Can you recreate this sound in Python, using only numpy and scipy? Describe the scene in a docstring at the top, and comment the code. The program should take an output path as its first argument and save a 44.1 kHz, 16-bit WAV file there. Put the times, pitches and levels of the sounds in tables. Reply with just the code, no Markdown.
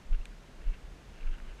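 """Three soft steps on a grassy track beside reeds, heard from a camera the walker carries.
From the start, light wind rumbles on the camera's housing over a steady, dull outdoor hiss.
The first step jolts the camera into a deep, short wobble; its plastic mount rubs, knocks and squeaks,
then the housing ticks. The second step, near 0.7 s, comes with rubbing but no knocks.
A soft puff of wind follows, and the third step lands near 1.3 s among more rubs and knocks."""
import sys
import numpy as np
from scipy import signal
from scipy.fft import rfft, irfft
from scipy.io import wavfile

SR = 44100
rng = np.random.default_rng(int(sys.argv[2]) if len(sys.argv) > 2 else 0)


def inscribe(sig):
    """Save sig as 16-bit PCM at rate SR to the path in sys.argv[1].

    A 1-D sig is mono; a 2-D sig holds one channel per row.
    Samples are clipped to [-1, 1] before scaling.
    """
    pcm = np.round(np.clip(np.atleast_2d(sig).T, -1, 1) * 32767)
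    wavfile.write(sys.argv[1], SR, pcm.astype(np.int16))


N = 70560  # 1.6 s


def undb(db):
    """Turn decibels into a number to multiply by."""
    return 10 ** (np.asarray(db) / 20)


def unit(x):
    """Scale a sound to an average strength (rms) of 1."""
    return x / np.sqrt(np.mean(x ** 2))


def seconds():
    """The time of every sample."""
    return np.arange(N) / SR


def noise(points):
    """Noise of strength 1 whose tone follows a curve of (frequency [Hz], level [dB]) points."""
    hz, db = np.array(points).T
    freqs = np.maximum(np.fft.rfftfreq(N, 1 / SR), 1)
    curve = undb(np.interp(np.log(freqs), np.log(hz), db))
    return unit(irfft(rfft(rng.standard_normal(N)) * curve, N))


def resonate(x, hz, width):
    """Keep the part of a sound near one pitch, filtering twice for a sharper cut."""
    b, a = signal.iirpeak(hz, hz / width, fs=SR)
    return signal.lfilter(b, a, signal.lfilter(b, a, x))


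def noise_band(hz, width):
    """Noise around one pitch; the width is in Hz too."""
    return resonate(rng.standard_normal(N), hz, width)


def burst(x, at, half):
    """Fade a sound in to strength 1 and out again, given its middle and half length in seconds."""
    swell = np.exp(-((seconds() - at) / half) ** 2)
    return swell * x / np.sqrt(np.average(x ** 2, weights=swell ** 2))


def ring(t, hz, fade_s):
    """A struck tone that dies away by 60 dB in fade_s seconds."""
    return np.exp(-np.log(1000) * t / fade_s) * np.sin(2 * np.pi * hz * t)


def breeze():
    """Wind pushes on the housing with a low rumble and one soft puff, over the hiss of the open field."""
    # tone of the outdoor hiss: (frequency [Hz], relative level [dB])
    hiss_tone = [(60, -5), (130, 1), (250, -3.5), (420, -7), (900, -12.5), (1550, -14.5), (2000, -16),
                 (2800, -18), (3600, -21), (5000, -24.5), (5900, -26), (6350, -24.5), (6900, -27.5),
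                 (8500, -31), (11000, -36), (15000, -43.5)]
    # tone of the wind on the housing: (frequency [Hz], relative level [dB])
    wind_tone = [(10, -25), (22, -14), (32, 4.5), (52, -4), (70, -13), (100, -27), (200, -59.5),
                 (600, -104)]
    gusts = np.interp(np.arange(N), np.linspace(0, N, 12), rng.standard_normal(12))  # slow random drift
    rumble = noise(wind_tone) * undb(-51 + 3.5 * gusts)
    puff = undb(-50.5) * burst(noise_band(hz=58.3, width=43), at=1.085, half=0.026)
    hiss_db = -55.5 + 0.4 * (seconds() - N / SR / 2)  # creeps up 0.4 dB a second
    return rumble + puff + noise(hiss_tone) * undb(hiss_db)


def mount_squeak():
    """The mount catches and sings for a moment at one pitch."""
    return undb(-56.5) * burst(noise_band(hz=2656, width=200), at=0.2155, half=0.0042)


def housing_tick():
    """The plastic housing gives a tiny crack and rings for a few milliseconds, with no bass."""
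    # tick of the housing: (time [s], level [dB], treble boost [dB per octave])
    ticks = [(0.2551, -37.5, 2.5)]
    # tones the housing rings at: (pitch [Hz], relative level [dB], time to fade by 60 dB [s])
    tones = [(1680, -3.5, 0.012), (2460, 2.5, 0.0082), (2760, -0.5, 0.0065), (3560, -5.5, 0.013),
             (3900, -11, 0.009), (6950, -15.5, 0.01), (8000, -9, 0.0046), (8400, -10, 0.0051)]
    pivot_hz = tones[1][0]  # the boost leaves this tone as it is
    rise_s, crack_s = 0.00028, 0.0007
    out = np.zeros(N)
    for at, db, boost in ticks:
        t = np.maximum(seconds() - at, 0)
        ringing = sum(undb(tone_db + boost * np.log2(hz / pivot_hz)) * ring(t, hz, fade_s)
                      for hz, tone_db, fade_s in tones)
        crack = undb(-16) * np.exp(-t / crack_s) * rng.standard_normal(N)
        out += undb(db) * (1 - np.exp(-t / rise_s)) * (ringing + crack)
    bass_cut = signal.butter(4, 1180, "highpass", fs=SR, output="sos")
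    return signal.sosfilt(bass_cut, out)


def mount_rubs():
    """As the weight shifts, many tiny slips make the plastic mount ring."""
    # rubs of the mount: (middle time [s], half length [s], level [dB], boost of the upper tones [dB])
    rubs = [(0.132, 0.0039, -54.5, 3), (0.147, 0.0096, -54, -1.5), (0.328, 0.011, -65, -12),
            (0.619, 0.0054, -60, 0), (0.681, 0.039, -61.5, 4), (0.742, .016, -56, 7.5),
            (1.203, 0.071, -62, 1.5), (1.278, 0.014, -59, 3), (1.337, 0.025, -55, 1),
            (1.387, 0.0061, -56.5, 4), (1.491, 0.05, -60, 1), (1.59, 0.0079, -60, 4)]
    # tones the mount rings at, lowest first: (pitch [Hz], width [Hz], relative level [dB])
    tones = [(1530, 430, 12), (2270, 530, 9.5), (2642, 440, 8.5)]
    slips_per_s, scatter_db = 4100, 3.5
    slipping = rng.random(N) < slips_per_s / SR
    slips = slipping * rng.choice([-1, 1], N) * undb(scatter_db * rng.standard_normal(N))
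    lowest, *upper = [undb(db) * unit(resonate(slips, hz, width)) for hz, width, db in tones]
    return sum(undb(db) * burst(lowest + undb(boost) * sum(upper), at, half)
               for at, half, db, boost in rubs)


def mount_knocks():
    """A gap in the loose mount closes with a small knock that dies quickly."""
    # knocks of the mount: (time [s], level [dB], pitch [Hz], time to fade by 60 dB [s])
    knocks = [(0.13, -49, 2970, 0.008), (0.1468, -39.5, 2580, 0.0074), (1.209, -39.5, 2640, 0.008),
              (1.2302, -40.5, 2420, 0.0081), (1.2689, -42.5, 2600, .009), (1.4015, -33.5, 1670, 0.0048)]
    rise_s = 0.00032
    out = np.zeros(N)
    for at, db, hz, fade_s in knocks:
        t = np.maximum(seconds() - at, 0)
        out += undb(db) * (1 - np.exp(-t / rise_s)) * ring(t, hz, fade_s)
    return out


def footsteps():
    """Each jolt is a dull thud inside a short, deep wobble, and sets the camera swaying."""
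    # jolts from the steps and their rebounds:
    # (peak time [s], peak level [dB], wobble pitch [Hz], rise [s], fall [s], thud relative to peak [dB])
    jolts = [(0.135, -16.5, 24.6, 0.033, 0.03, -21), (0.196, -29, 23.3, 0.017, 0.028, -26.5),
             (0.687, -20, 28, 0.024, 0.025, -25.5), (1.289, -23, 22.5, 0.045, 0.046, -24),
             (1.448, -36.5, 23.8, 0.052, 0.072, -33)]
    sway_db, sway_delay_s = -20, 0.011  # both relative to the jolt's peak
    sway_half_s, thud_half_s = 0.098, 0.022
    wobble, sway_level, thud_level = np.zeros((3, N))
    for at, db, hz, rise, fall, thud_db in jolts:
        t = seconds() - at
        swell = np.exp(-(t / np.where(t < 0, rise, fall)) ** 2)
        wobble += undb(db) * swell * np.cos(2 * np.pi * hz * t)
        sway_level += undb(db + sway_db) * np.exp(-((t - sway_delay_s) / sway_half_s) ** 2)
        thud_level += undb(db + thud_db) * np.exp(-(t / thud_half_s) ** 2)
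    thud = thud_level * unit(noise_band(hz=55.6, width=24.5))
    sway = sway_level * unit(noise_band(hz=28.2, width=12.8))
    return wobble + thud + sway


def scene():
    """Add the steps, the plastic noises and the breeze into one channel."""
    mix = footsteps() + mount_rubs() + mount_knocks() + mount_squeak() + housing_tick() + breeze()
    return mix[None, :]


def record(dry):
    """Cut away the very highest treble."""
    top_hz = 15160
    return signal.sosfilt(signal.ellip(10, 0.2, 70, top_hz, fs=SR, output="sos"), dry)


dry = scene()
out = record(dry)
inscribe(out)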